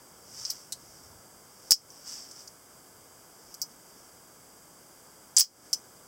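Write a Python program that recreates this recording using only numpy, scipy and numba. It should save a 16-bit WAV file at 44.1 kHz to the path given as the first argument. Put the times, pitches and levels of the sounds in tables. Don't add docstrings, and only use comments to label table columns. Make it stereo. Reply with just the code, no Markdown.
import sys
import numpy as np
from scipy import signal
from scipy.fft import rfft, irfft
from scipy.io import wavfile
from scipy.ndimage import uniform_filter1d
from numba import njit

SR = 44100
rng = np.random.default_rng(int(sys.argv[2]) if len(sys.argv) > 2 else 0)


def unload_wav(signal):
    wavfile.write(
        sys.argv[1],
        SR,
        np.round(np.clip(np.atleast_2d(signal).T, -1, 1) * 32767).astype(np.int16),
    )


N = 267819
TIME = np.arange(N) / SR

# start_s, level_db, first_crack_db, dull_knock_db (3.5 kHz and below), edge_8khz_db,
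# sparkle_14khz_db, contact_resonance_hz, resonance_lift_db
STEEL_BLOWS = [ (0.4511, -29.5, 0, -6, -12, -8, 4160, 6.5), (0.4980, -30.5, -12, -1, -3, -5, 5500, 19),
               (0.5033, -26.5, -2.5, -3, -1.5, 19, 4050, 11.5), (0.7222, -30.5, -3, 6.5, 11, 12, 4040, 16),
               (1.7085, -14, -1, -5.5, 5.5, 9.5, 15000, 10.5), (1.7198, -8, 2, -2.5, -1.5, 7.5, 5200, 2.5),
               (1.7286, -16.5, -10, -4, 0, 2, 5230, 11), (1.9037, -48, 2, -6, 7, -1, 5760, 16),
               (2.3122, -44.5, -6, -4, 4, 3, 5500, 2), (2.4750, -43, -10, -13, -7, 0.5, 4500, 1),
               (3.5420, -41, -5, -5, 5, 8, 12500, 11), (3.6169, -27, 0, -17, -3, -3.5, 14900, 21.5),
               (5.3660, -17, -3, 2, -1, 10, 6460, 9), (5.3676, -16, -4, 0, 7, -4, 7460, 25),
               (5.3750, -17.5, 0, 3, -12, -5, 990, 11), (5.3818, -16, -10, 6.5, 16, 3, 5040, 10),
               (5.3848, -14.5, 2, 8.5, 10, 11.5, 10500, 11), (5.3948, -10, -10, 4.5, 9, 12.5, 10000, -1),
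               (5.4005, -10.5, -3, -1, -1, 24, 7800, 7), (5.4079, -6.5, -0.5, -2.5, -6, -10, 1090, 9),
               (5.4365, -28, -12, -2, -7, -10, 5400, -1), (5.7303, -21.5, -2.5, 1, 3.5, 9, 5330, 5),
               (5.7358, -26.5, 9, -10, 5, 5, 5300, 8), ]
# freq_hz, gain_db
STEEL_COLOUR = [(60, -68), (500, -39.5), (1000, -35), (2200, -27.5), (3600, -22), (4200, -14.5), (4700, -3),
                (5150, 3.5), (5900, -2.5), (6800, -5.5), (7900, -8.5), (9200, -15), (12200, -21),
                (15000, -25), (16500, -22)]
# freq_hz, relative_level_db, t60_s
BLADE_MODES = [(2000, -20, 0.076), (2376, -26, 0.076), (2986, -16.5, 0.078), (3260, -15, 0.1),
               (4750, -5, 0.083), (5010, -3.5, 0.083), (5150, -8.5, 0.11), (5100, -12, 0.083),
               (5060, -9.5, .09), (5160, -2, 0.067), (5840, -3, 0.087), (5970, 0, 0.12), (6330, -16, 0.049),
               (6650, -12.5, 0.059), (6950, -28.5, .09), (7330, -13.5, .08), (7720, -9, 0.1),
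               (8030, 1, 0.064), (8440, -4, 0.068), (9600, -13, .07), (10300, -14.5, 0.07),
               (12270, -34, 0.07)]
# freq_hz, gain_db
SKIN_COLOUR = [(200, -35), (1400, -20.5), (2700, -23.5), (3100, -19), (4200, -25.5), (4650, -7),
               (5500, -0.5), (6800, -12), (7900, -9.5), (9500, -23), (15500, -25)]
# freq_hz, relative_density_db (per Hz)
ROOM_COLOUR = [(15, -46), (25, -13.5), (128, -2.5), (267, -2), (369, -2.5), (402, -2.5), (468, -2.5),
               (1260, -6), (1700, -9), (1860, -19), (2070, -12), (2620, -21), (3180, -15), (3950, -24),
               (4300, -31.5), (5590, -48), (9460, -120)]
# freq_hz, relative_density_db (per Hz)
HISS_COLOUR = [(3800, -24), (4400, -11), (4700, 1.5), (5600, -1), (6400, 0), (7100, -1), (8000, 3.5),
               (9400, -4), (12000, -5), (15700, -6)]
# freq_hz, side_minus_mid_db
ROOM_WIDTH = [(40, -4), (120, -6), (300, -2), (1500, 0), (2500, -0.5), (4000, -10)]
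# full_speed_at_s, hold_s, level_db, swell_by_60_db_s, release_t60_s
FINGER_STROKES = [ (0.39, 0.115, -42, 0.5, 0.57), (0.85, 0.2, -57.5, 0.7, 0.7),
                  (1.66, 0.036, -55, 0.7, 0.4), (1.94, 0.13, -55.5, 0.5, 0.4),
                  (2.073, 0.067, -40.5, 0.12, 0.78), (2.39, 0.027, -48.5, 0.5, 0.24),
                  (3.52, 0.02, -56.5, 1, 0.3), (3.715, 0.01, -60, 0.2, 0.2), (3.895, 0.015, -60, 0.5, 0.2),
                  (3.97, 0.08, -61, 0.2, 0.4), (5.675, 0.015, -62, 2, 0.25), ]
# full_pressure_at_s, hold_s, level_db
DESK_TOUCHES = [(0.05, 0.2, -71), (0.38, 0.034, -64), (0.78, 0.2, -65), (1.04, 0.17, -61.5)]


def undb(db):
    return 10 ** (np.asarray(db) / 20)


def unit(x):
    return x / np.sqrt(np.mean(x ** 2))


def decay(t, t60):
    return np.exp(-np.log(1000) * t / t60)


def log_hz(size):
    return np.log(np.fft.rfftfreq(size, 1 / SR) + 1)


def shape(points, size):
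    hz, db = np.transpose(points)
    return np.interp(log_hz(size), np.log(hz), db)


def colour(x, points):
    return irfft(rfft(x) * undb(shape(points, size=N)), N)


def resonate(x, db):
    size = x.shape[-1]
    cepstrum = irfft(np.log(undb(db)))
    cepstrum[1:size // 2] *= 2
    cepstrum[size // 2 + 1:] = 0
    return irfft(rfft(x) * np.exp(rfft(cepstrum)))


def pair(size, apart):
    common, left, right = rng.standard_normal((3, size))
    return unit(common + apart * np.array([left, right]))


def grains(size, grain_db):
    steps = rng.standard_normal(size // 32 + 1)
    return undb(grain_db * np.repeat(steps, 32)[:size])


def pan(db):
    return undb(np.array([[db], [-db]]) / 2)


def add(out, x, s):
    start = int(s * SR)
    out[:, start:start + x.shape[1]] += x[:, :N - start]


def gesture(s, hold_s, db, swell_s, t60):
    before = np.maximum(s - TIME, 0)
    after = np.maximum(TIME - s - hold_s, 0)
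    return undb(db) * decay(before, swell_s) * decay(after, t60)


def background(room_db=-58, hiss_db=-53.5, whistle_hz=4810, width_hz=170, whistle_db=-66):
    mid, side = colour(rng.standard_normal((2, N)), ROOM_COLOUR)
    side = colour(side, ROOM_WIDTH) / np.std(mid)
    air = unit(mid) + side * np.array([[1], [-1]])
    hiss = unit(colour(pair(N, apart=9.9), HISS_COLOUR))
    out = undb(room_db) * pan(3.16) * air + undb(hiss_db) * pan(2.6) * hiss
    band = np.exp(-2 * ((np.fft.rfftfreq(N, 1 / SR) - whistle_hz) / width_hz) ** 2)
    whistle = unit(irfft(rfft(rng.standard_normal(N)) * band, N))
    out[0] += undb(whistle_db) * whistle
    return out


def hand_on_desk(hz=100, spread=0.6, swell_s=0.6, t60=0.3):
    band = np.exp(-((log_hz(N) - np.log(hz)) / spread) ** 2)
    rumble = unit(irfft(rfft(pair(N, apart=0.44)) * band, N))
    pressure = np.max([gesture(*touch, swell_s, t60) for touch in DESK_TOUCHES], axis=0)
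    return pressure * pan(1.9) * rumble


def fingers(grain_db=2.0):
    catches = grains(N, grain_db) * pair(N, apart=0.33)
    sliding = np.sqrt(sum(gesture(*stroke) ** 2 for stroke in FINGER_STROKES))
    return sliding * pan(1.5) * unit(colour(catches, SKIN_COLOUR))


def blade_ring(t, rise_s=0.00015):
    hz, db, t60 = np.transpose(BLADE_MODES)[:, :, None]
    phase = rng.uniform(0, 2 * np.pi, hz.shape)
    modes = undb(db) * decay(t, t60) * np.sin(2 * np.pi * hz * t + phase)
    return (1 - np.exp(-t / rise_s)) * modes.sum(axis=0)


def blow_force(t, level_db, crack_db, scatter=0.082, chatter_s=0.0043, chatter=0.18, grain_db=3.5,
               late_db=-18, late_t60=0.16, damping=0.25):
    chatter_t60 = 0.086 * 2 ** (level_db / 65)
    hold = 1 + chatter * np.exp(-((t - chatter_s) / 0.0043) ** 2)
    bounces = unit(grains(len(t), grain_db))
    force = scatter * decay(t, chatter_t60) * hold * bounces * pair(len(t), apart=0.4)
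    force[:, 0] += undb(crack_db)
    late = undb(late_db) * decay(t, late_t60) * pair(len(t), apart=0.55)
    return force + scatter * signal.lfilter([1 - damping], [1, -damping], late)


def contact_tone(size, knock_db, edge_db, sparkle_db, hz, lift_db):
    middle_db = (edge_db + sparkle_db) / 2
    points = [(3500, knock_db), (4600, 0.0036), (5600, 0.0038), (8200, edge_db),
              (10500, middle_db), (14000, sparkle_db)]
    resonance = lift_db * np.exp(-((log_hz(size) - np.log(hz)) / 0.12) ** 2)
    return shape(points, size=size) + resonance


def clicks(ring_db=-11, pan_db=1.5, desk_s=0.0025, desk_db=-10, size=8192):
    out, t = np.zeros((2, N)), np.arange(size) / SR
    head = slice(0, SR // 100)
    for s, level_db, crack_db, *contact in STEEL_BLOWS:
        force = blow_force(t, level_db, crack_db)
        tone = contact_tone(size, *contact)
        snap = resonate(force, shape(STEEL_COLOUR, size=size) + tone)
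        ring = resonate(blade_ring(t), tone)
        blow = snap / np.std(snap[:, head]) + undb(ring_db) * ring / np.std(ring[head])
        blow *= undb(level_db) * pan(pan_db) / np.std(blow[:, head], axis=1, keepdims=True)
        add(out, blow, s)
        add(out, undb(desk_db) * blow, s + desk_s * rng.uniform(0.8, 1.2))
    return out


def seating(s=1.7199, impulse_db=4.5, soft_hz=2800, lowest_hz=35):
    push = np.zeros(N)
    push[int(s * SR)] = undb(impulse_db)
    band = signal.butter(2, [lowest_hz, soft_hz], "bandpass", fs=SR, output="sos")
    return signal.sosfilt(band, push)


def squeak(hz=15510, waver_hz=45):
    waver = unit(uniform_filter1d(rng.standard_normal(N), size=100))
    pitch = hz + waver_hz * waver
    swing = gesture(s=5.397, hold_s=0.008, db=-18, swell_s=0.023, t60=0.09)
    return swing * unit(np.sin(2 * np.pi * np.cumsum(pitch) / SR))


def scene(lag_samples=0.78):
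    left, right = clicks() + squeak() + fingers()
    delay = np.exp(-2j * np.pi * np.fft.rfftfreq(N) * lag_samples)
    left = irfft(rfft(left) * delay, N)
    return np.array([left, right]) + seating() + hand_on_desk() + background()


@njit
def follow(x, attack, release):
    env, e = np.empty(len(x)), 0.
    for i in range(len(x)):
        e += (x[i] - e) * (attack if x[i] > e else release)
        env[i] = e
    return env


def record(dry, ceiling_db=-13.0, attack_s=0.0032, release_s=0.18, top_hz=15900):
    loudness = np.abs(dry).max(axis=0)
    env = follow(loudness, 1 / (attack_s * SR), 1 / (release_s * SR))
    held = dry / np.maximum(env / undb(ceiling_db), 1)
    low_pass = signal.ellip(10, 0.2, 70, top_hz, fs=SR, output="sos")
    return signal.sosfilt(low_pass, np.clip(held, -1, 1))


dry = scene()
out = record(dry)
unload_wav(out)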